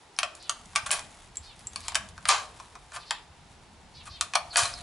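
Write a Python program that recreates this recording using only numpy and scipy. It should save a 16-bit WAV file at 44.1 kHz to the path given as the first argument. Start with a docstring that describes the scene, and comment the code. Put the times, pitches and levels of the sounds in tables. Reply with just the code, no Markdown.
"""Loading a rifle magazine on a porch

Close to a stereo microphone, just left of centre, cartridges are thumbed one by one into a magazine.
Brass ticks against brass, slides along the feed lips, clicks and snaps home while the spring chatters.
The porch floor and roof throw back short echoes. Far off, birds call from the trees over a faint rumble."""
import sys
import numpy as np
from scipy import signal
from scipy.io import wavfile
from scipy.ndimage import uniform_filter1d, minimum_filter1d

SR = 44100
rng = np.random.default_rng(int(sys.argv[2]) if len(sys.argv) > 2 else 0)


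def unload_audio(sound):
    """Save the sound as a 16-bit wav file, at the path given as the first command line argument."""
    columns = np.transpose(np.atleast_2d(sound))
    # keep every value between -1 and 1, then stretch to whole-number steps
    steps = np.round(np.clip(columns, -1, 1) * 32767)
    wavfile.write(sys.argv[1], SR, steps.astype(np.int16))


N = 212738

# Levels in the tables are relative: the functions add their own gains.
# brass strikes the magazine: start_s, level_db, treble_tilt_db, ring_hz
CLICKS = [(0.1877, -27.5, 3.5, 2390), (.2309, -29, -1.5, 2390), (0.4948, -28, 1.5, 4560),
          (.759, -22.5, 1.5, 2270), (0.9066, -33.5, 0, 2760), (0.9928, -42.5, 4, 2480),
          (1.759, -38, 3.5, 4400), (1.882, -34.5, 1.5, 7350), (1.946, -37, 2.5, 4970),
          (1.9538, -24, 2, 2330), (2.2541, -35, -3.5, 2420), (3.108, -29.5, -1.5, 3500),
          (4.2099, -28.5, 4, 6500), (4.3359, -37, -0.5, 2600), (4.3537, -25.5, -4, 4430),
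          (4.5582, -28.5, -5.5, 4660), (4.634, -35.5, 7, 3000), (4.655, -34.5, 2, 4100)]
# a round snaps under the lips: start_s, level_db, treble_tilt_db, ring_hz, chatter_decay_s, slip_db
SNAPS = [(.916, -31.5, 1, 10300, 0.027, -30), (2.2893, -25, -2, 4100, .04, -36),
         (4.5708, -26.5, 1.5, 9400, 0.049, -32)]
# the thumb nudges a round against the stack, with a dull tap: start_s, level_db
NUDGES = [(0.732, -51), (0.8922, -38.5), (.9866, -39.5), (1.9197, -39.5), (2.178, -43.5), (2.599, -42.5),
          (2.753, -44.5), (2.919, -45), (2.961, -36), (2.967, -42), (4.075, -48.5)]
# brass slides on the lips: start_s, length_s, level_db
SLIDES = [(0.172, 0.013, -59), (0.752, 0.0053, -40), (0.858, 0.018, -39.5), (1.84, 0.035, -55.5),
          (2.272, 0.026, -40), (2.927, 0.052, -49), (4.051, 0.038, -55), (4.35, .011, -30),
          (4.526, 0.034, -48.5)]
# loose cases touch in the hand: start_s, level_db, pitch_hz
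TINKS = [(0.1646, -42, 5300), (1.370, -23.5, 7460), (1.6704, -25.5, 7470), (4.739, -29.5, 4900)]
# how hard the fingers work over the rounds: time_s, level_db
HANDLING = [(0.0, -70), (0.89, -55), (1.14, -60), (1.64, -60), (1.87, -55.5), (2.09, -62.5), (2.42, -55.5),
            (3.11, -64.5), (3.22, -70), (3.87, -67.5), (4.82, -53)]
# fingernails tick on brass: start_s, level_db
NAIL_TICKS = [(0.351, -46.5), (0.426, -51), (0.657, -52.5), (1.356, -48), (1.592, -50.5), (1.733, -49.5),
              (1.805, -46.5), (2.088, -48.5), (4.056, -52.5)]
# the four bands of every contact sound: low_hz, high_hz
BANDS = [(640, 1700), (1700, 3800), (3800, 7000), (7000, 11500)]
# tone of a hard contact: level_db per band
HARD_COLOUR = [-0.096, -0.46, 3.4, -1.95]
# tone of a nudge: level_db per band
NUDGE_COLOUR = [0, -13.5, -3, -12.5]
# tone of a light touch on brass: level_db per band
TICK_COLOUR = [-27, -10.5, -3, -2]
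# tone of skin on brass: level_db per band
SKIN_COLOUR = [0.0, 1.5, 2.0, 3.0]
# modes of the magazine body: pitch_hz, width_hz, gain_db
BODY_MODES = [(621.6, 39, -5), (704, 65, -10), (980, 36, -16.5), (1123, 61, -1), (1151, 94, 2.5),
              (1385, 214, -7), (1544, 35, -1), (2315, 82, -7), (2458, 70, 0.5), (2494, 110, -3),
              (3095, 180, -1.5), (4050, 99, -13), (4480, 140, -4.5), (7620, 230, -3), (9040, 510, -2)]
# nasal bird calls from the trees: start_s, length_s, top_pitch_hz, level_db
CALLS = [(0.394, 0.096, 512, -53), (1.419, .12, 622, -54), (1.815, .13, 561, -51.5),
         (2.989, 0.062, 527, -54), (3.053, .14, 556.5, -51), (3.938, 0.091, 499, -52.5),
         (4.09, .11, 535, -51)]
# falling bird whistles: start_s, length_s, level_db
WHISTLES = [(4.498, 0.047, -46), (4.686, 0.15, -52)]
# first reflections off floor and roof: delay_s, gain_db, cutoff_hz
REFLECTIONS = [(.0056, -15.5, 7300), (0.0143, -23, 3500)]
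# reverberation of the porch: frequency_hz, tail_t60_s, early_db, tail_db
PORCH_REVERB = [(400, 0.89, -3, -5.5), (1110, 0.39, -6, -12), (2550, 0.34, -7, -11), (4770, 0.41, -12, -18),
                (10080, 0.31, -12, -20)]
# how alike diffuse sound is in the left and right channels: frequency_hz, correlation
STEREO_LIKENESS = [(40, 0.97), (120, 0.93), (300, 0.69), (1000, 0.81), (4000, 0.5), (10000, 0.57)]
# spectral shape of the outdoor air: frequency_hz, density_db
AIR_SPECTRUM = [(15, -37), (25, -6), (75, -2), (272, -14), (309, -14), (342, -11), (557, -18.5), (862, -11),
                (980, -23), (1090, -17.5), (2950, -22.5), (4120, -23), (10100, -33.5), (11500, -45),
                (15000, -75), (22000, -120)]
# rise and fall of the low rumble: time_s, level_db
RUMBLE = [(0.0, -65.5), (0.63, -60.5), (0.94, -55.5), (1.31, -59.5), (2.11, -56), (3.1, -63), (4.05, -56),
          (4.36, -62.5), (4.82, -52.5)]
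# soft low bumps in the rumble: start_s, peak_db, pitch_hz
BUMPS = [(.66, -45, 170), (0.827, -40.5, 97), (1.654, -45, 100), (2.164, -47, 80), (4.1, -41, 75),
         (4.475, -43.5, 75.8), (4.62, -35, 92)]


def magazine(click_db=-4.0, nudge_db=-4.0, slide_db=-0.5, chatter_db=-2, body_db=2.5, slip_lead_s=0.0024):
    """Close up: clicks, nudges, snaps and slides all set the magazine body ringing."""
    out, t = np.zeros(N), seconds(.3)
    for s, db, tilt_db, ring_hz in CLICKS:
        add(out, s, knock(hard_contact_levels(db + click_db, tilt_db, ring_hz), ring_hz))
    for s, db in NUDGES:
        levels_db = db + nudge_db + np.array(NUDGE_COLOUR)
        add(out, s, knock(levels_db, ring_hz=2440, decay_s=0.0017, rise_s=0.00066))
    for s, db, tilt_db, ring_hz, chatter_decay_s, slip_db in SNAPS:
        # the rim slips off the lip with a bright crack just before the snap
        add(out, s - slip_lead_s, knock(tilted(slip_db, tilt_db=11), ring_hz=9750))
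        levels_db = hard_contact_levels(db, tilt_db, ring_hz)
        add(out, s, knock(levels_db, ring_hz, decay_s=0.0029))
        # the spring and the stack of rounds rattle on
        add(out, s, rub(np.exp(-t / chatter_decay_s), levels_db + chatter_db, per_s=7000, spread_db=1.5))
    for s, length, db in SLIDES:
        pressure = np.sin(np.pi * (seconds(length) / length) ** 1.3) ** .5
        add(out, s, rub(pressure, tilted(db + slide_db, tilt_db=1), per_s=6000, spread_db=3.0))
    body = sum(from_db(db) * resonance(out, hz, width) for hz, width, db in BODY_MODES)
    bass_cut = signal.butter(4, 553, "high", fs=SR, output="sos")   # so small a box radiates no bass
    return signal.sosfilt(bass_cut, out + from_db(body_db) * body)


def knock(levels_db, ring_hz, decay_s=0.002, rise_s=0.00014, ring_db=-2.5, ring_width_hz=260):
    """Crowded metal modes, damped at once by the hand; the low ones are slower, and one stands out."""
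    t, attack = seconds(.04), int(.006 * SR)
    modes = 0
    for (low, high), db in zip(BANDS, levels_db):
        slowness = (BANDS[-1][1] / high) ** 0.2
        envelope = (1 - np.exp(-t / (rise_s * slowness))) * np.exp(-t / (decay_s * slowness))
        burst = band(rng.choice([-1, 1], len(t)) * envelope, low, high)
        modes = modes + from_db(db) * burst / np.std(burst[:attack])
    ring_level = from_db(np.interp(ring_hz, np.mean(BANDS, axis=1), levels_db) + ring_db)
    ring_envelope = (1 - np.exp(-t / rise_s)) * np.exp(-np.pi * ring_width_hz * t)
    ring = np.sin(2 * np.pi * ring_hz * t) * ring_envelope
    return modes + ring_level * ring / np.std(ring[:attack])


def hard_contact_levels(db, tilt_db, ring_hz, lift_db=2.5, spread_octaves=0.82):
    """Band levels of a hard contact, which drives the modes around its ring harder too."""
    octaves = np.log2(np.sqrt(np.prod(BANDS, axis=1)) / ring_hz)
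    return tilted(db, tilt_db) + HARD_COLOUR + lift_db * np.exp(-(octaves / spread_octaves) ** 2)


def rub(pressure, levels_db, per_s, spread_db):
    """Tiny contacts at random moments, a few harder than the rest, swelling with the pressure."""
    size = len(pressure)
    strengths = from_db(spread_db * np.minimum(rng.exponential(1, size), 4))
    contacts = strengths * rng.choice([-1, 1], size) * (rng.random(size) < per_s / SR)
    friction = sum(from_db(db) * rms_one(band(contacts, *edges)) for edges, db in zip(BANDS, levels_db))
    return pressure * friction


def stack_thuds(gain_db=-17, band_hz=(364, 710), decay_s=0.027):
    """Each snap shoves the whole stack down against the spring with a low thud."""
    out, t = np.zeros(N), seconds(.2)
    for s, db, *_ in SNAPS:
        shudder = rms_one(band(rng.standard_normal(len(t)), *band_hz))
        add(out, s, from_db(db + gain_db) * shudder * np.exp(-t / decay_s))
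    return out


def loose_cases(t60_s=0.024, beat_hz=350, twin_db=-5.0, tick_db=-22.0):
    """A case rings with a close pair of modes that beat, soon stopped by the fingers."""
    out, t = np.zeros(N), seconds(.1)
    for s, db, hz in TINKS:
        pair = np.sin(2 * np.pi * hz * t) + from_db(twin_db) * np.sin(2 * np.pi * (hz + beat_hz) * t)
        add(out, s, from_db(db - 60 * t / t60_s) * pair)
        add(out, s, knock(db + tick_db + np.array(TICK_COLOUR), hz))
    return out


def fingers(uneven_db=3.5):
    """Skin rubs softly over brass, and now and then a nail ticks."""
    pressure = from_db(uneven_db * drift(points=130))
    out = from_db(level_curve(HANDLING)) * rms_one(rub(pressure, SKIN_COLOUR, per_s=600, spread_db=2.0))
    for s, db in NAIL_TICKS:
        add(out, s, knock(db + np.array(TICK_COLOUR), ring_hz=rng.uniform(5170, 9200)))
    return out


def bird_calls(arch=0.21, rasp=0.013, throat_start_hz=5060, throat_end_hz=3250, throat_width_hz=1440):
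    """Nasal calls from the trees: arching harmonics through a resonance that falls as the throat closes."""
    out, harmonics = np.zeros(N), np.arange(3, 15)[:, None]
    for s, length, top_hz, db in CALLS:
        progress = seconds(length) / length
        bend = (1 - arch * abs(2 * progress - 1) ** 1.8) * (1 + rasp * waver(len(progress), smooth=90))
        throat_hz = throat_start_hz + (throat_end_hz - throat_start_hz) * progress
        throat_hz *= np.sqrt(bend)   # the resonance rises a little with the pitch
        weights = 1 / (1 + ((harmonics * top_hz * bend - throat_hz) / throat_width_hz) ** 2) ** 2
        cycles = harmonics * top_hz * np.cumsum(bend) / SR + rng.random(harmonics.shape)
        call = np.sum(weights * np.sin(2 * np.pi * cycles), axis=0)
        swell = np.sqrt(np.sin(np.pi * progress)) * from_db(waver(len(progress), smooth=500))
        add(out, s, from_db(db) * rms_one(call * swell))
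    return out


def bird_whistles(start_hz=4390, fall_hz_per_s=3200, wobble=0.068):
    """Distant whistles: each a pure tone that wavers as it falls."""
    out = np.zeros(N)
    for s, length, db in WHISTLES:
        t = seconds(length)
        pitch_hz = (start_hz - fall_hz_per_s * t) * (1 + wobble * waver(len(t), smooth=50))
        tone = np.sin(2 * np.pi * np.cumsum(pitch_hz) / SR)
        add(out, s, from_db(db) * rms_one(tone * np.sin(np.pi * t / length)))
    return out


def first_reflections(x):
    """Floor and roof each send one dulled echo to the microphone."""
    out = np.zeros(N)
    for delay_s, db, cutoff_hz in REFLECTIONS:
        dulling = signal.butter(2, cutoff_hz, fs=SR, output="sos")
        add(out, delay_s, from_db(db) * signal.sosfilt(dulling, x))
    return out


def porch(x, early_t60_s=0.11, first_echo_s=.003):
    """Quick echoes off body, floor and roof, then a short thin tail; both lose treble."""
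    t = seconds(.4)
    response = 0
    for hz, noise in diffuse_bands(len(t)):
        tail_t60_s, early_db, tail_db = (at_hz(PORCH_REVERB, hz, column) for column in (1, 2, 3))
        early = rms_one(from_db(-60 * t / early_t60_s) * (t > first_echo_s))
        tail = rms_one(from_db(-60 * t / tail_t60_s) * (t > first_echo_s))
        response = response + noise * np.hypot(from_db(early_db) * early, from_db(tail_db) * tail)
    return signal.oaconvolve(x[None], response / np.sqrt(len(t)), axes=1)[:, :N]


def moving_echoes(x, positions=9):
    """The hands keep moving, so the pattern of echoes glides from one position to the next."""
    place = np.linspace(0, positions - 1, N)
    return sum(porch(x * np.sqrt(np.maximum(1 - abs(place - k), 0))) for k in range(positions))


def outdoor_air(split_hz=240, gust_db=4.0, rumble_gain_db=3, hiss_db=-56.5):
    """Beyond the porch: a lumpy low rumble and the even hiss of distant trees."""
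    rumble, hiss = 0, 0
    for hz, noise in diffuse_bands(N):
        noise = noise * from_db(at_hz(AIR_SPECTRUM, hz))
        if hz < split_hz:
            rumble = rumble + noise * from_db(gust_db * drift(points=90))
        else:
            hiss = hiss + noise
    rumble_level = from_db(rumble_gain_db + level_curve(RUMBLE))
    return rumble_level * rms_one(rumble) + from_db(hiss_db) * rms_one(hiss)


def low_bumps(cycles=2.6):
    """Each bump in the rumble swells and dies within a few cycles."""
    out = np.zeros(N)
    for s, db, hz in BUMPS:
        t = seconds(cycles / hz)
        add(out, s, from_db(db) * np.hanning(len(t)) * np.sin(2 * np.pi * (hz * t + rng.random())))
    return out


def diffuse_bands(size):
    """Sound from all around the microphone: half-octave bands, as (centre_hz, stereo noise)."""
    edges = 22 * 2 ** (np.arange(20) / 2)
    white = rng.standard_normal((2, 2, size))
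    for k, (low, high) in enumerate(zip(edges, edges[1:])):
        mid, side = band(white[k % 2], low, high, order=2)
        hz = np.sqrt(low * high)
        alike = at_hz(STEREO_LIKENESS, hz)
        yield hz, np.sqrt(1 + alike) * mid + np.sqrt(1 - alike) * side * np.array([[1], [-1]])


def tilted(db, tilt_db):
    """A level for each band, leaning towards the treble by the tilt."""
    return db + tilt_db * np.linspace(-1, 1, len(BANDS))


def drift(points):
    """A slow random curve across the whole scene."""
    return np.interp(np.arange(N), np.linspace(0, N, points), rng.standard_normal(points))


def waver(size, smooth):
    """Random wobble, averaged over `smooth` samples."""
    return rms_one(uniform_filter1d(rng.standard_normal(size), smooth))


def resonance(x, hz, width_hz):
    """Two-pole resonance with gain 1 at its peak."""
    r = np.exp(-np.pi * width_hz / SR)
    feedback = [1, -2 * r * np.cos(2 * np.pi * hz / SR), r * r]
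    return signal.lfilter(np.array([1, 0, -1]) * (1 - r * r) / 2, feedback, x + 1e-18)


def band(x, low, high, order=3):
    return signal.sosfilt(signal.butter(order, [low, high], "band", fs=SR, output="sos"), x)


def add(track, s, sound):
    """Mix a sound into the track from time s on."""
    i = int(s * SR)
    track[i:i + len(sound)] += sound[:max(N - i, 0)]


def level_curve(rows):
    return np.interp(np.arange(N) / SR, *np.transpose(rows))


def at_hz(rows, hz, column=1):
    columns = np.transpose(rows)
    return np.interp(np.log(hz), np.log(columns[0]), columns[column])


def from_db(db):
    return 10 ** (np.asarray(db) / 20)


def rms_one(x):
    return x / np.sqrt(np.mean(x ** 2) + 1e-20)


def seconds(length):
    return np.arange(int(length * SR)) / SR


def scene(pan_db=0.46, near_wet_db=1.0, palm_db=-2.5, far_direct_db=-0.5, far_wet_db=3.5):
    """The hands are close to the microphone, just left of centre; the birds are far and more diffuse."""
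    hands = magazine() + stack_thuds() + fingers()
    cases = loose_cases()
    birds = bird_calls() + bird_whistles()
    spill = hands + from_db(palm_db) * cases   # the palm shields the loose cases from the porch
    echoes = first_reflections(spill) + from_db(near_wet_db) * moving_echoes(spill)
    near = (hands + cases + echoes) * from_db([[pan_db], [-pan_db]])
    far = from_db(far_direct_db) * birds + from_db(far_wet_db) * porch(birds)
    return near + far + outdoor_air() + low_bumps()


def record(dry, ceiling_db=-7.0, release_db_per_s=502.5, cutoff_hz=11000):
    """At the recorder, a fast limiter holds down the hardest snaps, and the top octave is cut."""
    over_db = np.maximum(20 * np.log10(abs(dry).max(axis=0) + 1e-9) - ceiling_db, 0)
    release_db = release_db_per_s * np.arange(N) / SR
    gain_db = release_db - np.maximum.accumulate(over_db + release_db)
    gain_db = uniform_filter1d(minimum_filter1d(gain_db, size=32), size=32)   # eases in before each peak
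    lowpass = signal.ellip(10, .3, 70, cutoff_hz, fs=SR, output="sos")
    return signal.sosfilt(lowpass, dry * from_db(gain_db))


dry = scene()
out = record(dry)
unload_audio(out)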